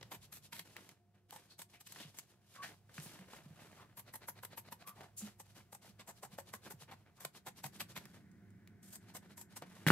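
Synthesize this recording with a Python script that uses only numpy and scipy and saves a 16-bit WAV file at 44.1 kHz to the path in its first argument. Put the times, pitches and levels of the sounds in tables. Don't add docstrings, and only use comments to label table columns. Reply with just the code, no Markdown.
import sys
import numpy as np
from scipy import signal
from scipy.fft import rfft, irfft, next_fast_len
from scipy.io import wavfile

SR = 44100
rng = np.random.default_rng(int(sys.argv[2]) if len(sys.argv) > 2 else 0)


def output_pcm(signal):
    pcm = np.clip(np.atleast_2d(signal).T, -1, 1) * 32767
    wavfile.write(sys.argv[1], SR, np.round(pcm).astype(np.int16))


N = 437031
T = np.arange(N) / SR

# start_s, length_s, sheet_db, fibre_db, blade_db, ring_hz, first_snap_db, last_snap_db
STROKES = [(0.005, .03, -76.5, -72.5, -85, 536, 24.5, 25), (0.111, 0.047, -58.5, -56.5, -56.5, 800, 14, -2),
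           (0.321, 0.061, -70.5, -59.5, -57, 1120, 6, -16),
           (0.522, 0.091, -68, -55.5, -57.5, 930, 14.5, 13), (1.32, 0.053, -62.5, -64.5, -61, 850, 7, 8),
           (1.587, 0.04, -68.5, -61, -56, 940, 12, 10), (1.803, 0.0076, -76, -61.5, -57.5, 810, 9.5, -8),
           (1.862, 0.015, -89, -62.5, -60, 820, 11, 4), (1.915, 0.011, -75.5, -65, -59.5, 940, -3, 9.5),
           (2.168, 0.031, -78, -66, -60, 967, -12, 11), (3.969, 0.035, -63.5, -62.5, -53.5, 960, 2, 4),
           (4.133, 0.031, -60.5, -64, -53, 883, 8.5, 6), (4.278, .022, -58, -65, -49, 964, 15.5, -0.5),
           (4.427, 0.029, -63, -65, -57, 990, 16, 14.5), (4.571, .024, -60.5, -60, -50.5, 897, 10.5, -23),
           (4.721, 0.0051, -48.5, -50, -46, 850, -12, -17), (4.87, 0.028, -65, -59, -54, 1190, -3, -14),
           (5.394, 0.018, -64.5, -65.5, -56, 820, 7.5, -17), (5.721, 0.036, -67, -69.5, -59, 800, 12, 10),
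           (5.993, 0.023, -59, -56, -64, 1040, -21, -8), (6.074, 0.034, -57, -61.5, -55.5, 714, -12, -18),
           (6.227, 0.027, -55, -59.5, -53.5, 824, 2, -14), (6.379, .025, -56.5, -61, -55, 574, 11, -10),
           (6.531, 0.024, -56, -58, -52, 1053, 11, -11), (6.701, 0.023, -60, -63.5, -53.5, 784, 11, -10),
           (6.91, .03, -57.5, -60, -67, 830, -2, -18), (7.202, 0.061, -63.5, -64, -59.5, 1060, -20, 22),
           (7.462, 0.028, -54, -56, -53, 820, 7.5, 0), (7.635, 0.035, -57.5, -56, -51, 760, 12, 2),
           (7.798, 0.02, -55, -47, -48, 1120, 10, -2), (7.957, 0.024, -58.5, -47.5, -54.5, 946, 6.5, -0.5),
           (8.827, 0.1, -85, -70.5, -64.5, 700, -13, -3), (8.925, 0.04, -69.5, -65, -54, 670, -16, 2),
           (9.145, 0.027, -56.5, -59, -51.5, 940, -2, 2), (9.371, 0.054, -70, -69.5, -56, 940, 14, 8),
           (9.56, 0.018, -60.5, -58, -51.5, 985, 5, 0.5)]
# start_s, whistle_over_hiss_db, opening_share_of_pause, rub_db, hiss_db
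GRIPS = [(0, -0.5, 0.5, -67, -59.5), (1.2, -7, 0.69, -64.5, -67.5), (3.9, 6.5, 0.63, -54, -69),
         (5.3, -10, 0.58, -66, -66.5), (6.3, -2, 0.65, -56, -62.5), (6.8, -5, .52, -54.5, -59),
         (7.55, -1, 0.66, -56, -59.5), (8.5, -10, 0.73, -58.5, -68)]
# pitch_hz, width_hz, level_db
BLADE_MODES = [(6770, 75, -11.5), (7640, 870, -11.5), (8970, 310, -9.5), (11460, 370, 4.5),
               (12000, 500, -1)]
# freq_hz, level_db
SHEET_SPECTRUM = [(150, -30), (350, -7.5), (550, -2), (750, -0.5), (950, 1), (1250, -9), (2000, -5),
                  (5000, -53.5)]
FIBRE_SPECTRUM = [(600, -24.5), (1200, -3), (1600, -2), (2300, -0.5), (3200, -0.5), (4200, -1.5),
                  (5400, -7), (7500, -12.5), (15000, -33)]
BLADE_HISS_SPECTRUM = [(3500, -21), (5000, -5), (7000, -1.5), (8200, 4), (9700, 0.5), (11500, -7),
                       (15500, -16.5)]
EDGE_WHISTLE_SPECTRUM = [(7000, -19), (10000, 0.5), (11600, 2.5), (12800, 5.5), (14000, -6), (15500, -16)]


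def cutting(lead_s=0.0053, ring_share=0.23, steel_share=0.063, push_db=-10):
    force = stroke_forces(lead_s)
    push = from_db(push_db) * resonate((force[0] + force[1]) * noise(), hz=175, width_hz=59)
    force *= grains(per_s=1000, spread_db=2.5)
    force += snap_forces()
    sheet, fibre, blade = (part_force * noise() for part_force in force)
    ring, whistle_share = np.zeros((2, N)), np.zeros(N)
    starts = [max(round((start_s - lead_s) * SR), 0) for start_s, *_ in STROKES]
    for (start_s, *_, ring_hz, _, _), start, end in zip(STROKES, starts, starts[1:] + [N]):
        whistle_db, *_ = grip_at(start_s)
        whistle_share[start:] = 1 / (1 + from_db(-whistle_db) ** 2)
        span = slice(start, min(end, start + SR // 4))
        ring[:, span] = resonate(sheet[:, span], ring_hz, width_hz=70)
        for layer in (fibre, blade):
            layer[:, span] = patchy(layer[:, span], depth_db=1.5)
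    leather = np.sqrt(1 - ring_share) * colour(sheet, SHEET_SPECTRUM) + np.sqrt(ring_share) * ring
    crunch = colour(fibre, FIBRE_SPECTRUM)
    hiss = colour(blade * np.sqrt(1 - whistle_share), BLADE_HISS_SPECTRUM)
    whistle = from_db(0.5) * colour(blade * np.sqrt(whistle_share), EDGE_WHISTLE_SPECTRUM)
    steel = sum(from_db(db) * resonate(blade, hz, width_hz) for hz, width_hz, db in BLADE_MODES)
    steel *= np.sqrt(steel_share / len(BLADE_MODES))
    edges = hiss + whistle
    return from_db(-1.1) * leather + from_db(-2.3) * crunch + from_db(-1.5) * edges + steel + push


def stroke_forces(lead_s, brush_db=-11, half_rise_s=0.0036, release_s=0.0086, sag_db=5.0):
    force, early_s = np.zeros((3, N)), 0.05
    t = np.arange(SR // 4) / SR - early_s
    brush = from_db(brush_db) * np.exp(np.minimum(t, 0) / lead_s)
    bite = np.clip((t + half_rise_s) / (2 * half_rise_s), 0, 1) ** 2
    for start_s, length_s, *levels_db, _, _, _ in STROKES:
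        release = np.exp(-np.maximum(t - length_s, 0) / release_s)
        leverage = from_db(sag_db * (0.5 - np.clip(t / length_s, 0, 1)))
        stroke = np.maximum(brush, bite) * release * leverage
        add(force, start_s - early_s, from_db(levels_db)[:, None] * stroke)
    return force


def grip_at(time_s):
    return [grip[1:] for grip in GRIPS if grip[0] <= time_s][-1]


FIRST_SNAP_S, LAST_SNAP_SHARE = 0.0073, 0.794


def snap_forces(rise_s=0.002, first_parts_db=(-2.5, -5, -20), last_parts_db=(-1, -0.5, -3)):
    force, t = np.zeros((3, N)), np.arange(SR // 20) / SR
    burst = t / rise_s * np.exp(1 - t / rise_s)
    for start_s, length_s, *levels_db, _, first_db, last_db in STROKES:
        first = (FIRST_SNAP_S, first_db, first_parts_db)
        last = (LAST_SNAP_SHARE * length_s, last_db, last_parts_db)
        for after_s, snap_db, parts_db in (first, last):
            strength = from_db(np.add(levels_db, parts_db) + snap_db)
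            add(force, start_s + after_s - rise_s, strength[:, None] * burst)
    return force


def snap_rings(knock_db=-1, sag_per_s=0.86, ping_db=-12):
    out, t = np.zeros((2, N)), np.arange(SR // 10) / SR
    for start_s, length_s, sheet_db, _, blade_db, ring_hz, first_db, last_db in STROKES:
        knock = mode(t, ring_hz * (1 - sag_per_s * t), t60_s=0.039)
        for after_s, snap_db in ((FIRST_SNAP_S, first_db), (LAST_SNAP_SHARE * length_s, last_db)):
            add(out[0], start_s + after_s, from_db(sheet_db + snap_db + knock_db) * knock)
            ping = sum(from_db(db) * mode(t, hz + width_hz * (rng.random((2, 1)) - 0.5), t60_s=0.04)
                       for hz, width_hz, db in BLADE_MODES)
            add(out, start_s + after_s, from_db(blade_db + ping_db) * ping)
    return out


# start_s, length_s, level_db,
# centre_hz, width_hz
SWISHES = [(1.494, 0.021, -63, 4250, 500), (1.73, 0.011, -60, 2260, 600), (1.88, 0.1, -72, 4400, 500),
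           (1.981, 0.057, -56.5, 3050, 1200), (2.541, 0.026, -62.5, 1450, 500),
           (2.619, 0.019, -46, 1720, 400), (2.623, 0.023, -52, 2780, 3650), (2.625, .025, -57, 720, 87),
           (3.013, 0.036, -55, 9500, 5000), (3.766, 0.052, -62, 1160, 350), (4.859, .04, -59.5, 1130, 130),
           (4.966, 0.079, -61, 730, 160), (5.17, 0.022, -47, 7200, 910), (5.163, 0.032, -51, 9900, 4000),
           (7.164, 0.082, -68, 1080, 400)]
# centre_hz, width_hz, level_db
RASP_MODES = [(2230, 1300, -17), (4180, 710, -14)]
# freq_hz, level_db
RUB_SPECTRUM = [(100, 0.5), (200, 5.5), (400, 3), (700, 2.5), (1200, -1), (1700, 0.5), (2800, -5.5),
                (4500, -14.5), (9000, -34.5)]
NAP_HISS_SPECTRUM = [(1500, -10.5), (3000, 1.5), (4200, 1.5), (7500, -1), (10000, -2), (13000, -3),
                     (15500, -19)]


def rubbing(slide_rub_db=-6, slide_boom_db=-10.5, drag_boom_db=-5):
    drag, drag_hiss = handling()
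    slide, slide_hiss = openings()
    nap = grains(per_s=350, spread_db=4.0)
    rub = colour((drag + from_db(slide_rub_db) * slide) * nap * noise(), RUB_SPECTRUM)
    fine_nap = grains(per_s=1900, spread_db=2.5)
    hiss = colour((drag_hiss + slide_hiss) * fine_nap * noise(), NAP_HISS_SPECTRUM)
    rasp = sum(from_db(db) * resonate(slide * nap * noise(), hz, width_hz)
               for hz, width_hz, db in RASP_MODES)
    skid = from_db(slide_boom_db) * slide + from_db(drag_boom_db) * drag
    boom = resonate(skid * noise(), hz=160, width_hz=60)
    swishes = np.zeros((2, N))
    for start_s, length_s, db, hz, width_hz in SWISHES:
        speed = gesture(start_s, length_s, attack_s=0.014, release_s=0.025)
        swishes += resonate(from_db(db) * speed * noise(), hz, width_hz)
    return rub + hiss + rasp + boom + swishes


def openings(min_pause_s=0.08, max_pause_s=0.255):
    envelopes = np.zeros((2, N))
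    for (start_s, length_s, *_), (next_s, *_) in zip(STROKES, STROKES[1:]):
        pause_s = next_s - start_s - length_s
        if min_pause_s < pause_s < max_pause_s:
            _, share, *levels_db = grip_at(next_s)
            speed = swell(start_s + length_s + share * pause_s, half_width_s=0.016)
            envelopes += from_db(levels_db)[:, None] * speed
    return envelopes


# time_s, rub_db, hiss_db
DRAGS = [
    [(1.88, -84, -68), (1.914, -67, -64), (1.924, -86, -67), (1.936, -69.5, -63.5), (2.024, -62.5, -61.5),
     (2.038, -72, -69), (2.056, -67, -70), (2.1, -95, -88), (2.15, -70, -68.5)],
    [(2.22, -73, -72), (2.254, -83, -82), (2.316, -73, -71.5), (2.402, -84.5, -89), (2.558, -71.5, -62.5),
     (2.61, -69, -78), (2.636, -62.5, -59.5), (2.736, -64.5, -71.5), (2.8, -121, -85)],
    [(2.88, -97, -90), (2.894, -72, -83), (2.948, -69.5, -63.5), (3.016, -60.5, -57), (3.27, -66, -72.5),
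     (3.342, -62, -65.5), (3.418, -71.5, -77.5), (3.818, -65, -71), (3.92, -77.5, -91)],
]
# start_s, length_s, rub_db, hiss_db
HAND_SHIFTS = [(0.638, 0.28, -67, -68.5), (0.76, 0.01, -60, -70), (1.129, 0.042, -78, -87),
               (1.282, .025, -73, -69), (1.364, 0.094, -72.5, -72), (1.682, 0.019, -77, -70.5),
               (3.301, 0.066, -70, -66), (3.585, 0.035, -62, -67), (4.943, 0.093, -59, -65),
               (5.194, 0.08, -61, -59.5), (5.44, 0.07, -72.5, -70.5), (5.543, 0.047, -62.5, -63),
               (5.811, 0.032, -64.5, -62), (6.64, 0.037, -57, -62), (6.872, 0.03, -57, -72),
               (6.95, 0.051, -76, -80.5), (7.05, 0.011, -64, -88), (7.144, 0.032, -86, -72.5),
               (7.986, 0.12, -66.5, -68.5), (8.13, 0.016, -59.5, -63.5), (8.994, 0.053, -71.5, -75),
               (9.211, 0.049, -67.5, -75), (9.607, 0.02, -58, -68), (9.658, 0.29, -64.5, -68.5)]


def handling(rub_gain_db=2, hiss_gain_db=2.5):
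    rub = from_db(rub_gain_db) * sum(level(move, column=1) for move in DRAGS)
    hiss = from_db(hiss_gain_db) * sum(level(move, column=2) for move in DRAGS)
    envelopes = np.array([rub, hiss])
    for start_s, length_s, *levels_db in HAND_SHIFTS:
        speed = gesture(start_s, length_s, attack_s=0.021, release_s=0.03)
        envelopes += from_db(levels_db)[:, None] * speed
    return envelopes * grains(per_s=60, spread_db=2.0)


# start_s, level_db, ring_hz, brightness_db
TAPS = [(0.766, -31.5, 2030, -2.5), (0.891, -40, 2230, 5), (1.308, -46.5, 2970, 17),
        (1.961, -34.5, 1750, -11), (2.187, -28, 6650, 0), (2.562, -37, 1520, -14), (2.895, -47, 1600, -10),
        (2.981, -31, 1630, -12), (3.334, -31, 870, -19), (8.055, -46.5, 2210, 10.5), (8.315, -56, 7000, -2),
        (8.505, -59, 7000, 3), (8.675, -49.5, 2160, 7), (9.622, -27, 590, -12)]


def taps(crack_t60_s=0.0062, rattle_db=-17, rattle_t60_s=0.043):
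    out, t = np.zeros((2, N)), np.arange(SR // 10) / SR
    for start_s, db, hz, brightness_db in TAPS:
        crack, rattle = rng.standard_normal((2, 2, len(t)))
        tap = from_db(brightness_db - 8.5 - 60 * t / crack_t60_s) * crack
        tap += from_db(rattle_db - 60 * t / rattle_t60_s) * resonate(rattle, hz, width_hz=0.76 * hz)
        tap[0] += from_db(-5) * mode(t, hz, t60_s=0.0061)
        add(out, start_s, from_db(db) * tap)
    return out


# start_s, level_db, pitch_hz, rise_s
THUDS = [(2.005, -49.5, 210, 0.0045), (2.05, -45, 153, 0.0039), (2.075, -50, 114, .005),
         (2.983, -36, 151, 0.0038), (3.06, -45.5, 164, .004), (3.19, -45, 188, 0.023),
         (3.461, -41.5, 143, 0.0017), (3.506, -43.5, 152, 0.0038), (3.618, -46, 161, 0.0021),
         (5.22, -34.5, 208, 0.019), (5.894, -52, 195, .004), (6.33, -49.5, 178, .004),
         (6.739, -42.5, 136, 0.001), (7.252, -47, 144, 0.0026), (7.648, -37, 139, .004),
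         (7.819, -49, 200, 0.0033)]
# start_s, crack_db, crack_hz, boom_db
KNOCKS = [(9.866, -16.5, 1890, -19), (9.8848, -17, 2100, -37), (9.9031, -8, 1470, -15)]
# pitch_hz, level_db, t60_s
TABLE_MODES = [(159, -1, 0.12), (268, -10, 0.095), (295, -23, 0.11), (786, -13, 0.021), (1535, -13, 0.043),
               (2910, -20, .08)]
# freq_hz, level_db
RATTLE_SPECTRUM = [(100, -2), (400, 2.5), (900, -8), (1600, 4), (2500, -7), (3200, -3), (5000, -9),
                   (9000, -12), (12000, -10.5), (15500, -16)]


def table_blows(crack_t60_s=0.0073, rattle_db=-31, rattle_t60_s=0.53):
    out, shake_power, t = np.zeros((2, N)), np.zeros(N), np.arange(SR // 3) / SR
    for start_s, db, hz, rise_s in THUDS:
        boom = mode(t, hz, t60_s=0.06 + 6.8 * rise_s)
        add(out[0], start_s, from_db(db) * np.minimum(t / rise_s, 1) * boom)
    body = sum(from_db(db) * mode(t, hz, t60_s) for hz, db, t60_s in TABLE_MODES)
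    for start_s, crack_db, hz, boom_db in KNOCKS:
        add(out[0], start_s, from_db(boom_db) * body - from_db(crack_db) * mode(t, hz, crack_t60_s))
        jolt = from_db(crack_db - 11 - 60 * t / crack_t60_s)
        settling = from_db(rattle_db - 60 * t / rattle_t60_s)
        add(shake_power, start_s, (jolt + settling) ** 2)
    rattle = np.sqrt(shake_power) * grains(per_s=500, spread_db=4.5) * noise()
    return out + colour(rattle, RATTLE_SPECTRUM)


# middle_s, half_width_s, pitch_hz, level_db
SQUEAKS = [(2.609, 0.016, 1124, -49), (4.89, 0.027, 1157, -59.5)]


def squeaks(waver_share=0.034, glide_per_s=0.31):
    out = np.zeros((2, N))
    for middle_s, half_width_s, hz, db in SQUEAKS:
        waver = waver_share * resonate(rng.standard_normal(N), hz=60, width_hz=120)
        pitch_hz = hz * (1 + glide_per_s * (T - middle_s) + waver)
        tone = np.sqrt(2) * np.sin(2 * np.pi * np.cumsum(pitch_hz) / SR)
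        out[0] += from_db(db) * swell(middle_s, half_width_s) * tone
    return out


# time_s, level_db
RUMBLE_LEVELS = [(0, -64.5), (0.85, -78), (1.1, -79.5), (2.4, -77), (3.2, -68.5), (4.0, -71), (5.7, -71.5),
                 (6.7, -68.5), (7.3, -76), (7.8, -70), (9.8, -78.5)]
DRONE_LEVELS = [(0, -105), (7.3, -74.5), (7.8, -61.5), (8.6, -62), (9.9, -62)]
# freq_hz, level_db
RUMBLE_SPECTRUM = [(20, -29), (42, -18.5), (64, -4.5), (80, -8), (100, 4.5), (135, 0), (200, -8),
                   (280, -20), (450, -17.5), (750, -21.5), (1300, -24), (3000, -30.5), (15000, -36.5)]
DRONE_SPECTRUM = [(60, -24), (100, 1.5), (140, -11.5), (190, 4), (235, -8), (290, -12), (370, -12.5),
                  (480, -29), (1200, -38), (1500, -22), (2200, -27), (2700, -46), (12000, -78)]
# pitch_hz, width_hz, level_db
FAINT_TONES = [(196.8, 8.9, -79.5), (358, 15, -84), (703.6, 15, -88)]


def background(hum_hz=100, hum_db=-76, rumble_gain_db=3.0):
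    hum = from_db(hum_db) * np.sqrt(2) * np.sin(2 * np.pi * hum_hz * T) * [[1], [0]]
    rumble_db = np.interp(T, *np.transpose(RUMBLE_LEVELS)) + rumble_gain_db
    rumble = from_db(rumble_db) * colour(noise(), RUMBLE_SPECTRUM)
    tones = sum(from_db(db) * resonate(noise(), hz, width_hz) for hz, width_hz, db in FAINT_TONES)
    drone = level(DRONE_LEVELS) * colour(noise(), DRONE_SPECTRUM)
    return hum + rumble + tones + drone


# freq_hz, coherence
PORT_COHERENCE = [(30, 0.29), (100, 0.93), (500, 0.94), (1200, 0.85), (2500, 0.89), (4000, 0.24),
                  (8000, 0.1), (15000, 0.1)]
# freq_hz, left_minus_right_db
PORT_BALANCE = [(100, -1.2), (500, -1), (1200, 0.5), (3000, 0), (8000, 0.9), (14000, 2)]


def microphone_ports(x, lag_s=0.000068):
    size = next_fast_len(N + SR // 10)
    hz = np.fft.rfftfreq(size, 1 / SR)
    coherence = at_hz(PORT_COHERENCE, hz)
    direct, scattered = rfft(x, size) * np.sqrt([(1 + coherence) / 2, (1 - coherence) / 2])
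    left_db = at_hz(PORT_BALANCE, hz) / 2
    left = (direct + scattered) * from_db(left_db)
    right = (direct - scattered) * from_db(-left_db) * np.exp(-2j * np.pi * hz * lag_s)
    return irfft(np.array([left, right]), size)[:, :N]


def room(x, t60_s=0.14, tail_db=-10, gap_s=0.003, band_hz=(350, 11000)):
    t = np.arange(SR // 3) / SR
    tail = rng.standard_normal((2, len(t))) * from_db(-60 * t / t60_s) * (t > gap_s)
    tail /= np.linalg.norm(tail, axis=1, keepdims=True)
    tail = signal.sosfilt(signal.butter(1, band_hz, "band", fs=SR, output="sos"), tail)
    return x + from_db(tail_db) * signal.oaconvolve(x, tail, axes=-1)[:, :N]


def noise():
    return rng.standard_normal((2, N))


def grains(per_s, spread_db):
    catch = np.cumsum(rng.random(N) < per_s / SR)
    force = from_db(spread_db * np.clip(rng.standard_normal(N), -2, 2))[catch]
    return force / np.sqrt(np.mean(force ** 2))


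def patchy(x, depth_db, bands=48):
    hz = np.fft.rfftfreq(x.shape[-1], 1 / SR)
    bands_db = depth_db * np.clip(rng.standard_normal(bands), -2, 2)
    gain = from_db(np.interp(np.sqrt(hz), np.linspace(0, np.sqrt(SR / 2), bands), bands_db))
    return irfft(rfft(x) * gain / np.sqrt(np.mean(gain ** 2)), x.shape[-1])


def colour(x, spectrum, size=4096):
    cepstrum = irfft(np.log(from_db(at_hz(spectrum, np.fft.rfftfreq(size, 1 / SR)))))
    causal = 2 * cepstrum * (np.arange(size) < size // 2)
    response = irfft(np.exp(rfft(causal)))
    return signal.oaconvolve(x, response[None] / np.linalg.norm(response), axes=-1)[:, :N]


def resonate(x, hz, width_hz):
    radius = np.exp(-np.pi * width_hz / SR)
    gain = np.sqrt((1 - radius ** 2) / 2)
    feedback = [1, -2 * radius * np.cos(2 * np.pi * hz / SR), radius ** 2]
    return signal.lfilter([gain, 0, -gain], feedback, x + 1e-18)


def mode(t, hz, t60_s):
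    return np.sin(2 * np.pi * hz * t) * from_db(-60 * t / t60_s)


def swell(middle_s, half_width_s):
    return np.exp(-np.minimum(((T - middle_s) / half_width_s) ** 2 / 2, 20))


def gesture(start_s, length_s, attack_s, release_s):
    rise = np.clip((T - start_s) / attack_s, 0, 1)
    return rise * np.exp(-np.clip((T - start_s - length_s) / release_s, 0, 20))


def level(rows, column=1, fade_s=0.047):
    times_s, levels_db = np.transpose(rows)[[0, column]]
    outside_s = np.maximum(times_s[0] - T, 0) + np.maximum(T - times_s[-1], 0)
    return from_db(np.interp(T, times_s, levels_db)) * np.maximum(1 - outside_s / fade_s, 0)


def at_hz(points, hz):
    points_hz, values = np.transpose(points)
    return np.interp(np.log(np.maximum(hz, 1)), np.log(points_hz), values)


def from_db(db):
    return 10 ** (np.asarray(db) / 20)


def add(track, start_s, sound):
    start = max(round(start_s * SR), 0)
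    track[..., start:start + sound.shape[-1]] += sound[..., :max(N - start, 0)]


def scene(radiation_hz=115):
    near = cutting() + snap_rings() + rubbing() + taps() + table_blows() + squeaks()
    near = signal.sosfilt(signal.butter(3, radiation_hz, "high", fs=SR, output="sos"), near)
    return room(microphone_ports(near + background()))


def record(dry):
    cutoff_hz = 15700
    return signal.sosfilt(signal.ellip(10, 0.2, 70, cutoff_hz, fs=SR, output="sos"), dry)


dry = scene()
out = record(dry)
output_pcm(out)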